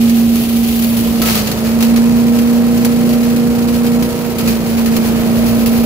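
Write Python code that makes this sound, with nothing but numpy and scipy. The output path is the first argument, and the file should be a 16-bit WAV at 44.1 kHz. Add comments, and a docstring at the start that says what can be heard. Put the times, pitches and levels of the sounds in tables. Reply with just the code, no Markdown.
"""A truck loader's four-blade impeller drones at blade rate as it vacuums dry leaves through a ribbed hose.
A governed four-stroke engine spins it, thumping and clattering over rushing air. Leaves crackle through
the steel housing, twigs and grit clack against it, and one big wad bogs the engine down.
The listener walks outdoors, a step or two away, from the hose mouth past the housing to the truck box."""
import sys
import numpy as np
from scipy import signal
from scipy.fft import rfft, irfft
from scipy.io import wavfile

SR = 44100
rng = np.random.default_rng(int(sys.argv[2]) if len(sys.argv) > 2 else 0)


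def generate_wav(signal):
    """Clip the signal to [-1, 1] and save it as 16-bit WAV at the path in sys.argv[1]."""
    frames = np.transpose(np.atleast_2d(signal))
    scaled = np.clip(frames, -1, 1) * 32767
    pcm = np.round(scaled).astype(np.int16)
    wavfile.write(sys.argv[1], SR, pcm)


N = 257984
TIME = np.arange(N) / SR
SIDES = np.array([[1], [-1]])  # left, right


# blade drone along the walk: t/s, relative level/dB
DRONE_FADER = [(0, -10), (.35, -10.5), (1.25, -15), (1.6, -16), (1.92, -9.5), (2.5, -11), (3.6, -13),
               (5.85, -12)]
# brief dips in the drone: start/s, end/s, depth/dB
DRONE_DUCKS = [(0.352, 0.437, 7), (0.547, .72, 1.8), (1.313, 1.538, 5), (4.01, 4.364, 9),
               (4.488, 4.664, 5.5), (4.9, 5.22, 2)]

def impeller(turns, octave_db):
    """Four blades pass the housing's tongue: a strong drone and its octave, reaching the right first."""
    dips_db = sum(db * spell(start, end, attack_s=.12, release_s=.11) for start, end, db in DRONE_DUCKS)
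    drone_db = curves(DRONE_FADER)[0] + 3.5 - dips_db
    pan_db = -3 - 9 * bell(4.27, width_s=.055)  # the left side passes through a quiet spot
    blade_phase = 2 * np.pi * 4 * turns
    lag_rad = np.interp(TIME, [0, 2.7], [.3, 1.05])
    drone = np.sin(blade_phase - SIDES * lag_rad / 2 + .1 * drift(40)) * undb(drone_db + .36 * drift(30))
    octave = np.sin(2 * blade_phase - SIDES * .12 + .066 * drift(25))
    octave *= undb(octave_db + 1 + .74 * drift(15))
    return drone * pan(pan_db) + octave * pan(-3.5)


# leaves drawn in, adding up where they overlap: start/s, end/s, drag on the shaft/Hz
LEAF_FEEDS = [(-1, 1.2, .95), (.62, 1.2, .55), (4.26, 6, 1.0), (4.28, 4.55, 2.2), (4.79, 4.97, 1.4)]
FREE_SHAFT_HZ, GOVERNOR_LAG_S = 59.02, .29
WAD_START_S, WAD_END_S, WAD_DRAG_HZ = 1.218, 1.375, 9.3

def shaft_sag():
    """Turns per second lost to the leaves; flywheel and governor follow the drag with a lag."""
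    feeds = sum(hz * spell(start, end, attack_s=.051, release_s=.051) for start, end, hz in LEAF_FEEDS)
    drag = feeds + WAD_DRAG_HZ * wad_passing()
    keep = np.exp(-1 / (GOVERNOR_LAG_S * SR))
    return drag[0] + signal.lfilter([1 - keep], [1, -keep], drag - drag[0])


def wad_passing():
    """How much of the big wad of leaves is among the blades, 0-1."""
    return spell(WAD_START_S, WAD_END_S, attack_s=.05023, release_s=.09)


# engine tones, with halves from firing every second turn: multiple of shaft speed, relative level/dB
ENGINE_TONES = [(1, -24.5), (1.5, -33), (2, -18), (2.5, -18), (3, -15), (3.5, -17.5), (4.5, -23),
                (5, -21.5), (5.5, -36), (6, -22), (6.5, -27), (7.5, -31), (8.5, -22), (9, -31), (9.5, -52),
                (10, -19.5), (10.5, -34), (11, -22.5), (13, -25.5), (13.5, -38.5), (16, -28.5),
                (17.5, -31.5), (22, -39), (22.5, -33), (24, -36)]

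def engine(turns, thump_db, overtone_db):
    """Each firing is a thump of uneven strength, smeared by the muffler; block and shroud add overtones."""
    firing_db = 2 * drift(29)
    tones = 0
    for multiple, db in ENGINE_TONES:
        layer_db = thump_db + 14 + firing_db if multiple < 7 else overtone_db + 13 + 2 * drift(1.47)
        if multiple == 2:  # this tone booms briefly
            layer_db += 10 * bell(5.52, width_s=.07)
        smear = .2 * (multiple - 4) ** 2  # the muffler delays each tone differently
        waver = (.28 + .0058 * multiple) * drift(22)  # uneven firing blurs the high tones most
        phase = 2 * np.pi * multiple * turns + smear + waver
        tones -= np.sin(phase - SIDES * .21) * undb(db + layer_db + 1.67 * drift(14))
    return tones * pan(-1.3)


# knock rhythm: place in the engine cycle/0-1, relative level/dB
VALVE_KNOCKS = [(.02, -15), (0.359, -21), (0.609, -21), (0.751, -22)]
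# boxy clatter: f/Hz, relative level/dB
CLATTER_EQ = [(200, -3.5), (400, 2), (560, 0), (760, -3), (900, -8.5), (1150, -8.5), (1300, -11.5),
              (1600, -12.5), (3000, -16.5), (8000, -32.5)]

def valves(turns, clatter_db):
    """Valve gear and exhaust gas clatter in a pattern that repeats every second turn."""
    knocks = sum(undb(db) * np.exp(-((turns / 2 - place) % 1) / .085) for place, db in VALVE_KNOCKS)
    gate = unit(.42 + knocks * undb(3.9 * drift(60)))
    return colour(stereo_noise(.54) * gate, CLATTER_EQ) * undb(clatter_db + 1) * pan(-2)


# larger twigs hitting the housing: t/s, relative peak level/dB, t60/s
TWIG_HITS = [(0.096, -20.5, 0.089), (0.3565, -18, 0.051), (0.631, -22.5, 0.15), (0.7921, -22.5, 0.14),
             (0.823, -21.5, 0.18), (0.844, -20.5, 0.08), (0.9682, -21, 0.2), (1.2173, -13.5, 0.18),
             (1.257, -16, 0.079), (1.353, -14.5, 0.1), (1.4707, -15, 0.12), (1.515, -16, 0.089),
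             (1.8068, -15, 0.067), (1.825, -13, 0.14), (1.9605, -17.5, 0.17), (2.3875, -17.5, 0.069),
             (2.7751, -22, 0.1), (2.8479, -10, 0.072), (3.091, -23, 0.25), (3.1308, -22, 0.093),
             (3.362, -21.5, 0.069), (3.685, -23, 0.14), (3.864, -20, 0.11), (4.0246, -19.5, 0.11),
             (4.384, -18, 0.24), (4.475, -16, 0.25), (4.859, -18, 0.13), (4.9656, -11.5, 0.052),
             (5.4615, -23.5, 0.58), (5.66, -18, 0.17)]
# midrange body of shredding and clacks: f/Hz, relative level/dB
SHRED_EQ = [(250, -5), (600, 2), (1000, -2.5), (1300, -1), (1700, -1.5), (2300, -3), (3500, -11.5),
            (8000, -9)]
GRIT_PER_S = 3

def debris(sag_hz, shred_db):
    """Leaves crackle all the time, more under load; twigs and grit crack and trail off in fragments."""
    crackle_db = -27.5 + 1.5 * np.log2(1 + sag_hz)
    fine = grains(per_s=900, spread_db=2, t60_s=.05)
    coarse = grains(per_s=70, spread_db=2, t60_s=.13)
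    patter = unit(fine + .6 * coarse)
    wad = undb(-15) * wad_passing() * grains(per_s=900, spread_db=1.3, t60_s=.05)
    crack_power = (patter * undb(crackle_db)) ** 2 + wad ** 2
    clack_power = (patter * undb(shred_db)) ** 2 + (wad * undb(-6)) ** 2
    grit = [(s, -28.5, .1) for s in rng.uniform(0, N / SR, int(GRIT_PER_S * N / SR))]
    for s, db, t60_s in TWIG_HITS + grit:
        age = np.maximum(TIME - s, 0)
        blow = (TIME >= s) * undb(db + 1.47 - 60 * age / t60_s)
        crack_power += blow ** 2
        clack_power += (blow * undb(-6.5)) ** 2
    splinters = grains(per_s=8400, spread_db=-2.7, t60_s=.012)
    pelting = stereo_noise(.092) * np.sqrt(clack_power) * splinters
    crackle = leaf_crackle(np.sqrt(crack_power) * splinters)
    return crackle + colour(pelting, SHRED_EQ) + housing(pelting) * undb(-14.5) + wad_clang()


# crisp leaf crackle: f/Hz, relative level/dB
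CRACKLE_EQ = [(600, -30), (1500, -13.5), (2600, 0), (3600, -4), (4400, 0.5), (5600, -4), (7000, -5),
              (8600, -14.5), (10000, -7), (11000, 0), (13500, -2), (15500, -0.5)]
# its stereo image: f/Hz, left minus right/dB
CRACKLE_IMAGE = [(1500, 0), (2400, -2.5), (3800, 1), (4500, 0), (5500, 2), (7000, -.5), (11000, 0),
                 (12500, 3), (13500, 5.5), (15500, 6.5)]
# its sizzle above about 10 kHz along the walk: t/s, relative level/dB
SIZZLE_FADER = [(0, -1), (.9, 3.5), (1.4, -3), (2.5, -2), (4, -2), (5, -2), (5.85, 1)]

def leaf_crackle(envelope):
    """Bright crackle of breaking leaves; its top octave depends on where the listener stands."""
    crackle = colour(stereo_noise(.027) * envelope, CRACKLE_EQ)
    spectrum = rfft(crackle) * response(CRACKLE_IMAGE) ** (SIDES / 2)
    sizzle = irfft(spectrum * response([(7000, -14), (10500, 2.5)]), N)
    return irfft(spectrum, N) + sizzle * (undb(curves(SIZZLE_FADER)[0]) - 1)


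# ring of the steel housing: f/Hz, t60/s, relative level/dB
STEEL_MODES = [(1300, .12, -2), (1345, .08, -7), (2480, .03, -8), (3236, .04, -10), (4044, .04, -11),
               (4350, .03, -11)]

def housing(pelting):
    """The steel shell rings in its modes when pelted."""
    ring = 0
    for hz, t60_s, db in STEEL_MODES:
        pole = np.exp((2j * np.pi * hz - np.log(1000) / t60_s) / SR)
        ring += undb(db) * np.sqrt(1 - abs(pole) ** 2) * signal.lfilter([1], [1, -pole], pelting).imag
    return ring


def wad_clang():
    """The wad's first blow sets the housing's lowest mode ringing."""
    age = np.maximum(TIME - WAD_START_S, 0)
    return undb(-26) * np.sin(2 * np.pi * STEEL_MODES[0][0] * age) * np.exp(-age / .1)


def hose_mouth(turns):
    """Dry leaves rustle in and the hose hums on two engine tones; all fade as the listener turns away."""
    rustle_db = np.interp(TIME, [0, .85, 1.15, 1.7], [-32, -28.5, -31.5, -58])
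    rustle_eq = [(1500, -17), (2400, -5), (2900, -2.5), (3500, -4), (5000, -11.5), (8000, -11)]
    rustle = colour(stereo_noise(.092) * grains(per_s=270, spread_db=2.5, t60_s=.16), rustle_eq)
    hum_db = np.interp(TIME, [.7, 1.2], [-32, -60])
    low_hum = np.sin(2 * np.pi * 7.5 * turns) * undb(2 * drift(4.4))
    high_hum = np.sin(2 * np.pi * 13 * turns) * undb(-9.5 + 2 * drift(2.4))
    return rustle * undb(rustle_db) + (low_hum + high_hum) * undb(hum_db)


# deep air rumble: f/Hz, relative level/dB
RUMBLE_EQ = [(20, -25), (38, -32), (55, 6), (85, 1), (115, 2), (150, -8.5), (300, -37)]
# the rumble along the walk: t/s, level/dB
RUMBLE_FADER = [(0, -29), (.9, -29), (1.5, -32), (2.1, -31), (3, -34), (4.3, -34), (4.8, -30.5),
                (5.4, -27.5), (5.85, -26)]
# dark bed of rushing air: f/Hz, relative level/dB
RUSH_EQ = [(70, -26.5), (130, -5.5), (200, 1), (300, -2.5), (450, -6), (700, -17.5), (1500, -36.5)]

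def airflow():
    """Turbulent air rushes through the housing and rumbles most by the hose mouth and the truck box."""
    rumble = colour(stereo_noise(1), RUMBLE_EQ) * undb(curves(RUMBLE_FADER)[0] + drift(9.7))
    rush = colour(stereo_noise(.92), RUSH_EQ) * undb(-27.5 + drift(7.5))
    return (rumble + rush) * pan(-2.6)


def grains(per_s, spread_db, t60_s):
    """Envelope of fragments striking at random and dying away; a negative spread makes some softer."""
    strength = undb(spread_db * np.minimum(rng.exponential(size=N), 4))
    strike_power = (rng.random(N) < per_s / SR) * strength ** 2
    keep = np.exp(-2 * np.log(1000) / (t60_s * SR))
    return unit(np.sqrt(signal.lfilter([1], [1, -keep], strike_power)))


def stereo_noise(likeness):
    """Left and right noise with a shared part, 0-1, that reaches the left a little later."""
    shared = rng.standard_normal(N)
    staggered = np.array([np.roll(shared, 5), shared])
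    return np.sqrt(likeness) * staggered + np.sqrt(1 - likeness) * rng.standard_normal((2, N))


def colour(x, eq):
    """Minimum-phase EQ; white noise keeps its power."""
    cepstrum = irfft(np.log(unit(response(eq))), N)
    cepstrum[1:N // 2] *= 2
    cepstrum[N // 2 + 1:] = 0
    return irfft(rfft(x) * np.exp(rfft(cepstrum)), N)


def response(eq):
    """Gain at each spectral bin from points of f/Hz, level/dB."""
    hz, db = np.transpose(eq)
    bin_hz = np.arange(N // 2 + 1) * SR / N
    return undb(np.interp(np.log(bin_hz + 1), np.log(hz), db))


def drift(per_s):
    """Random wobble of rms 1, changing per_s times a second."""
    steps = rng.standard_normal(4096)
    return unit(np.interp(TIME * per_s, np.arange(len(steps)), steps))


def spell(start_s, end_s, attack_s, release_s):
    """Envelope that rises from its start, holds at up to 1 and falls after its end."""
    rise = (TIME - start_s) / attack_s
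    fall = 1 - (TIME - end_s) / release_s
    return np.clip(np.minimum(rise, fall), 0, 1)


def bell(s, width_s):
    """Smooth swell that reaches 1 at the given time."""
    return np.exp(-((TIME - s) / width_s) ** 2)


def curves(table):
    """Each column of a timed table, sample by sample."""
    s, *columns = np.transpose(table)
    return [np.interp(TIME, s, column) for column in columns]


def pan(db):
    """Left and right gains for a level difference; negative leans right."""
    return undb(SIDES * db / 2)


def undb(db):
    """Decibels to gain."""
    return 10 ** (np.asarray(db) / 20)


def unit(x):
    """Scale to rms 1."""
    return x / np.sqrt(np.mean(x ** 2))


# relative levels along the walk: t/s, blade octave/dB, engine thump/dB, valve clatter/dB, shredding/dB
MACHINE_FADERS = [(0, -57, -28.5, -30, -34.5), (.7, -45, -30.5, -31.5, -36),
                  (1.05, -30.5, -27.5, -28, -34.5), (1.6, -31, -28, -27, -29),
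                  (2.3, -24, -25.5, -27.5, -30), (4.25, -23.5, -24.5, -28, -30.5),
                  (4.65, -29, -28, -26.5, -29.5), (5.3, -28.5, -25.5, -24, -29),
                  (5.85, -26.5, -25, -25, -33)]

def scene():
    """One shaft drives the engine and the impeller; air rushes through and leaves slow it."""
    sag_hz = shaft_sag()
    turns = np.cumsum(FREE_SHAFT_HZ - sag_hz) / SR
    octave_db, thump_db, clatter_db, shred_db = curves(MACHINE_FADERS)
    overtone_db = (octave_db + clatter_db) / 2  # overtones come through best beside the machine
    machine = impeller(turns, octave_db) + engine(turns, thump_db, overtone_db) + valves(turns, clatter_db)
    return machine + airflow() + debris(sag_hz, shred_db) + hose_mouth(turns)


def record(dry):
    """Clip at full scale, then cut the treble steeply above 15.55 kHz."""
    high_cut = signal.ellip(10, .2, 80, 15550, fs=SR, output="sos")
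    return signal.sosfilt(high_cut, np.clip(dry, -1, 1))


dry = scene()
out = record(dry)
generate_wav(out)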